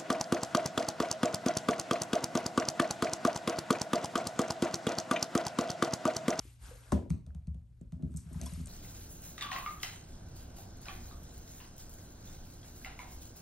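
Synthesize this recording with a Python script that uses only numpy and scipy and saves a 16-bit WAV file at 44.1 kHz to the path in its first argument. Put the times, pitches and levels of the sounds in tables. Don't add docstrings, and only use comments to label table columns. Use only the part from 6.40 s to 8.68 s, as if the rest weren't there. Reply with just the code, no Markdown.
import sys
import numpy as np
from scipy import signal
from scipy.fft import rfft, irfft, next_fast_len
from scipy.io import wavfile
from scipy.ndimage import uniform_filter1d

SR = 44100
rng = np.random.default_rng(int(sys.argv[2]) if len(sys.argv) > 2 else 0)


def attenuation_scalar(level_db):
    decades = np.asarray(level_db, float) / 20
    return 10 ** decades


def pcm_store(signal):
    levels = np.round(np.clip(np.atleast_2d(signal), -1, 1) * 32767)
    wavfile.write(sys.argv[1], SR, levels.astype(np.int16).T)


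N = 100768

# start in seconds, level in dB, hardness in dB per octave, deep boom in dB.
BLOWS = [(0.269, -59.5, 7, 15.5), (.519, -26.5, 7, 6), (0.699, -25, -11.5, 2), (.735, -41, 8.5, 7),
         (0.866, -43, -14, 7), (0.946, -40, -29, 3), (1.071, -34, -13, 5.5), (1.145, -44, -0.5, 9),
         (1.409, -46.5, 4.5, -20), (1.521, -34.5, -9, 0.5), (1.557, -43.5, 2.5, 2), (1.592, -45.5, 9.5, -6),
         (1.606, -59, 15, -8), (1.625, -29.5, 4, 1.5), (1.659, -39, 3.5, 2), (1.686, -58.5, 0, 6),
         (1.7, -46.5, 6.5, 8), (1.74, -34, -8, 2), (1.773, -47.5, 1, 1), (1.855, -41.5, -26, 4),
         (1.906, -47, 13, -1), (1.914, -47.5, -12, 13), (1.951, -34, -6.5, 0), (1.986, -43.5, 4, 10.5),
         (2.013, -39.5, 8, 4), (2.03, -44, 9.5, 7), (2.057, -46.5, 8.5, -24), (2.119, -38.5, -25, 6.5),
         (2.168, -41.5, 3.5, 8), (2.192, -36.5, 1, 2), (2.205, -50.5, -3, 2), (2.24, -46, -12, 9),
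         (2.269, -59, 19, -13)]
# pitch in Hz, level in dB, 60 dB decay in seconds.
BOARD_MODES = [(72.74, 3, 0.2), (95.9, -10, 0.3), (115.2, -16.5, 0.34), (158.2, -10.5, 0.24),
               (167.5, 6, 0.092), (206.8, -7.5, 0.14), (252.6, -4, 0.097), (357.7, -15, 0.038),
               (463, -37, 0.093), (626, -35.5, 0.064)]
# pitch in Hz, level in dB, 60 dB decay in seconds.
PALM_MODES = [(196.4, -22, 0.19), (250, -28, 0.26), (345, -26, 0.05), (361, -37, .2), (445, -43, .2),
              (565, -46, 0.22), (600, -42, 0.22), (651, -51, .2), (785, -52, .2), (990, -51, 0.22),
              (1217, -52, .15), (1583, -38, 0.017), (1700, -54, .12)]
# frequency in Hz, level in dB per Hz.
THUD_SPECTRUM = [(250, -19.5), (450, 8), (650, 7), (1000, -8), (1700, -17), (2600, -39.5)]
# start in seconds, peak in dB, lowest pitch in Hz, length in ms, nail resonance in Hz.
TICKS = np.array([(.516, -54, 3030, 6.1, 8980), (.5197, -31.5, 524, 15.5, 1480),
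         (.5305, -49.5, 850, 16, 5860), (.697, -57, 2460, 3.8, 9720), (.7005, -47.5, 2480, 1.9, 9700),
         (.7035, -39.5, 850, 2.1, 1430), (.704, -42, 1500, 3.8, 2350), (.8639, -58, 493, 9.9, 4220),
         (.875, -86, 5000, 3.4, 9400), (.9477, -54.5, 493, 5.4, 3680), (1.0705, -56, 900, 11, 4220),
         (1.1443, -62.5, 700, 7.2, 3480), (1.4117, -61, 920, 9, 7470), (1.5214, -53, 830, 8.1, 3620),
         (1.6237, -60, 806, 9.7, 4130), (1.702, -69, 6700, 140, 8140), (1.7195, -64, 895, 4, 2530),
         (1.7399, -56, 816, 11, 1620), (1.7625, -46.5, 5800, 8.6, 7550), (1.7703, -40, 5500, 14.4, 8060),
         (1.776, -59, 800, 12, 2380), (1.789, -58.5, 840, 5.4, 1860), (1.793, -57.5, 4760, 78, 8000),
         (1.9295, -51, 6600, 14, 8300), (1.944, -51, 790, 4.8, 1920), (2.0138, -34.5, 1620, 3.53, 6250),
         (2.035, -46, 4600, 3.2, 11440), (2.058, -39.5, 4570, 27, 10600), (2.1355, -44.5, 4900, 8.1, 8600),
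         (2.2578, -42, 5940, 8.1, 8000), (2.271, -42, 5660, 8.4, 8060)])
SHARED_TICK_HZ = (1250, 6150, 8800)
# start in seconds, peak in dB, pitch in Hz, time to
# swell and die by some 120 dB in seconds.
KNOCKS = [(.052, -48, 266, 0.023), (.310, -47.5, 501, 0.068), (.5205, -28, 1010, 0.022),
          (.661, -47, 560, 0.02), (1.147, -62, 610, 0.024), (.905, -60, 1530, 0.0087),
          (1.412, -57.5, 527, 0.021), (1.413, -43, 243, 0.039), (.870, -62, 623, .04),
          (.951, -62, 640, 0.017), (1.075, -66, 642, 0.048), (1.526, -61, 620, 0.038),
          (1.628, -58.5, 605, 0.036), (1.743, -61.5, 610, 0.019), (1.592, -71.5, 730, 0.049),
          (1.606, -70, 715, 0.034), (1.652, -80, 870, .03), (1.692, -71, 1300, .03),
          (1.704, -71, 570, 0.016), (1.948, -53, 950, 0.018), (2.009, -47.5, 640, 0.042),
          (2.0295, -46, 670, 0.027), (2.061, -51.5, 3390, 0.051), (2.063, -48.5, 1006, 0.042),
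          (2.069, -52.5, 5460, 0.055), (2.118, -52.5, 626, 0.022), (2.082, -58, 1030, 0.025),
          (2.194, -57, 610, 0.022), (2.270, -57, 650, 0.02)]
# time in seconds, level in dB, dull share in dB.
MOTION = [(0, -66, 5.5), (.08, -65.5, -0.5), (0.188, -75.5, 4), (0.239, -59, 7), (.30, -60.5, 10),
          (.40, -65.5, 6.5), (0.514, -66, 12.5), (.58, -101, 19), (1.54, -99, -13), (1.601, -90, 21),
          (1.75, -76, -2), (1.88, -71.5, 10), (1.96, -66.5, 10), (2.07, -59, 4), (2.15, -59.5, 2.5),
          (2.22, -62.5, 3.5), (2.249, -65.5, 5), (2.285, -59.5, 2)]
# frequency in Hz, level in dB per Hz.
BRIGHT_RUSTLE = [(800, -48), (2000, 1), (4000, -1.5), (6000, -3.5), (8500, -4.5), (12000, -1), (13300, -58)]
# frequency in Hz, level in dB per Hz.
DULL_RUSTLE = [(150, 10.5), (400, 7), (1000, 8.5), (1600, 10), (2500, -17), (5000, -53)]
# frequency in Hz, 60 dB decay in seconds.
ROOM_DECAY = [(100, 0.58), (500, 0.31), (2000, 0.37), (10000, 0.27)]
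# frequency in Hz, level in dB.
ROOM_COLOUR = [(60, -13), (150, -2), (500, 15.5), (1800, -2), (8000, -2)]
# frequency in Hz, level in dB per Hz.
HUSH_SPECTRUM = [(33, -17), (45, 0), (65, -5), (90, -7.5), (125, -19), (160, -21.5), (400, -40.5),
                 (1000, -49.5), (9000, -61.5), (12500, -58)]
# pitch in Hz, level in dB.
HUM = [(59.5, -66.5), (118, -64.5)]
# frequency in Hz, likeness from 0 to 1.
ALIKE = [(60, .99), (600, .5), (1300, .4), (6000, .75), (9000, .93)]
# frequency in Hz, lead of the left in radians.
PORT_PHASE = [(300, 0), (1200, .25), (1900, -.7), (3000, 1.0), (4600, .3), (7670, 1.0), (8900, -.5),
              (10300, -3.1), (11700, -6.1), (12800, -6.4)]
# frequency in Hz, left over right in dB.
PORT_DB = [(60, .6), (180, 1.8), (350, .5), (1400, 3.5), (3850, 2.8), (9000, .2)]
# frequency in Hz, gain in dB.
MICROPHONE = [(22, -22), (42, 0), (5000, 0), (9000, 4), (11500, 2), (13200, -26)]

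PALM_S = .519
PIVOT_HZ = 164


def boards():
    common, differing = np.zeros((2, N + SR))
    hz, ring = rings(BOARD_MODES)
    octaves_up = np.log2(np.maximum(hz / PIVOT_HZ, 1))
    chance = rng.standard_normal((len(BLOWS), 2, len(BOARD_MODES), 1))
    for (s, db, hard, deep), (level_luck, side_luck) in zip(BLOWS, chance):
        tilt = np.where(hz < .7 * PIVOT_HZ, deep, hard * octaves_up)
        modes = ring * attenuation_scalar(db + tilt + level_luck)
        add(common, s, modes.sum(axis=0))
        add(differing, s, (modes * unevenness(hz, side_luck)).sum(axis=0))

    palm_hz, palm = rings(PALM_MODES)
    side = np.sqrt(palm_hz / 130 / 2) * rng.choice([-1, 1], palm_hz.shape)
    add(common, PALM_S, palm.sum(axis=0))
    add(differing, PALM_S, (palm * unevenness(palm_hz, side)).sum(axis=0))
    quarter_cycle = lambda f: 1j * (f > 0)
    return common[:N], filtered(differing[:N], quarter_cycle)


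def rings(modes):
    hz, level, t60 = np.transpose(modes)[:, :, None]
    travel_s = .0054 * (PIVOT_HZ / hz) ** .7
    t = np.maximum(np.arange(SR // 2) / SR - travel_s, 0)
    swell = 1 - np.exp(-t * hz / .7)
    return hz, -np.sin(2 * np.pi * hz * t) * attenuation_scalar(level - 60 * t / t60) * swell


def unevenness(hz, side):
    return .4 * side / (1 + (130 / hz) ** 4)


def thud():
    t = np.maximum(np.arange(N) / SR - PALM_S, 0)
    envelope = attenuation_scalar(-30.5 - 60 * t / .208) * (1 - np.exp(-t / .006))
    return envelope * rush(THUD_SPECTRUM, patchy_db=8.5)


def ticks():
    close, spread = np.zeros((2, N + SR))
    t = np.arange(SR // 8) / SR
    click = 1. * (t == 0)
    for (s, db, hz, ms, nail), noise in zip(TICKS, rng.standard_normal((len(TICKS), len(t)))):
        t_ms = t * 1000
        burst = noise * attenuation_scalar(-30 * t_ms / ms) * (1 - np.exp(-t_ms / (0.048 * ms)))

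        def edge(f):
            return (-f * f / (hz * hz - f * f + 1j * f * hz)) ** 2 * (hz / (hz + 1j * f)) ** .4

        def nail_tone(f):
            shared = sum(peak(f, c, 10) for c in SHARED_TICK_HZ)
            return edge(f) * (1 + attenuation_scalar(10) * (peak(f, nail, 10) + attenuation_scalar(-7) * shared))

        tick = filtered(burst, nail_tone)
        tick = attenuation_scalar(db + 1.5) * tick / np.abs(tick).max()
        add(close, s, tick)
        add(spread, s, unit(filtered(click, edge)) * np.sqrt(np.mean(tick ** 2)))
    return close[:N], spread[:N]


def peak(f, hz, q):
    return 1j * f * hz / q / (hz * hz - f * f + 1j * f * hz / q)


def knocks():
    out, t = np.zeros(N + SR), np.arange(SR // 5) / SR
    for s, db, hz, t60 in KNOCKS:
        u = t / (0.097 * t60)
        swell = u ** 2 * np.exp(2 - 2 * u)
        add(out, s, attenuation_scalar(db) * np.sin(2 * np.pi * hz * t) * swell)
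    return out[:N]


def rustle():
    s, level_db, dull_db = np.transpose(MOTION)
    now = np.arange(N) / SR
    bright = rush(BRIGHT_RUSTLE, patchy_db=2.0)
    dull = attenuation_scalar(np.interp(now, s, dull_db) - 9) * rush(DULL_RUSTLE, patchy_db=1.5)
    return attenuation_scalar(np.interp(now, s, level_db)) * (bright + dull)


def room(x, size=SR // 8):
    out = np.zeros((2, N + 2 * SR))
    fade = signal.get_window("hann", 2 * size)
    x = np.pad(x, (size, 2 * size))
    for start in range(0, N + size, size):
        hz, t, z = signal.stft(rng.standard_normal((2, SR // 2)), SR, nperseg=256)
        decay = attenuation_scalar(-60 * t / along(ROOM_DECAY, hz)[:, None])
        tail = diffuse(signal.istft(z * decay, SR, nperseg=256)[1], ROOM_COLOUR)
        piece = fade * x[start:start + 2 * size]
        wet = signal.fftconvolve(piece[None], tail / np.linalg.norm(tail[0]), axes=1)
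        out[:, start + round(.006 * SR):][:, :wet.shape[1]] += wet
    return out[:, size:N + size]


def hush():
    now = np.arange(N) / SR
    hum = sum(attenuation_scalar(db + 7.0) * np.sin(2 * np.pi * hz * now) for hz, db in HUM)
    return attenuation_scalar(-55.5) * rush(HUSH_SPECTRUM, patchy_db=2.5) + hum


def rush(spectrum, patchy_db):
    z = signal.stft(rng.standard_normal((2, N + 512)), nperseg=256)[2]
    field = uniform_filter1d(rng.standard_normal(z.shape[1:]), size=8, axis=0)
    field = uniform_filter1d(field, size=3, axis=1)
    pair = signal.istft(z * attenuation_scalar(patchy_db * unit(field)), nperseg=256)[1][:, :N]
    return unit(diffuse(pair, [(1, -120)] + list(spectrum) + [(SR / 2, -120)]))


def diffuse(pair, spectrum):
    def mid_side(hz):
        turn = np.arccos(np.clip(along(ALIKE, hz), -1, 1)) / 2
        return attenuation_scalar(along(spectrum, hz)) * [np.cos(turn), np.sin(turn)]

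    mid, side = filtered(pair, mid_side)
    return np.array([mid + side, mid - side])


def filtered(x, response):
    m = next_fast_len(x.shape[-1] + 8192)
    return irfft(rfft(x, m) * response(np.fft.rfftfreq(m, 1 / SR)), m)[..., :x.shape[-1]]


def along(points, hz):
    f, v = np.transpose(points)
    return np.interp(np.log(hz + 1), np.log(f + 1), v)


def unit(x):
    return x / np.sqrt(np.mean(x ** 2) + 1e-20)


def add(track, s, sound):
    track[round(s * SR):][:len(sound)] += sound


def scene():
    board, apart = boards()
    tick, tick_spread = ticks()
    knock = knocks()
    wet = room(attenuation_scalar(-10.5) * board + attenuation_scalar(-2) * tick_spread + attenuation_scalar(-13.5) * knock)
    return board + apart * [[1], [-1]] + tick + knock + thud() + wet + rustle() + hush()


def top_cut(x):
    return signal.sosfilt(signal.butter(12, 13230, fs=SR, output="sos"), x)


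def record(dry):
    def response(hz):
        half = attenuation_scalar(along(PORT_DB, hz) / 2) * np.exp(.5j * along(PORT_PHASE, hz))
        return np.array([half, 1 / half]) * attenuation_scalar(along(MICROPHONE, hz)) * (hz < 13250)

    return top_cut(filtered(dry, response))


dry = scene()
out = record(dry)
pcm_store(out)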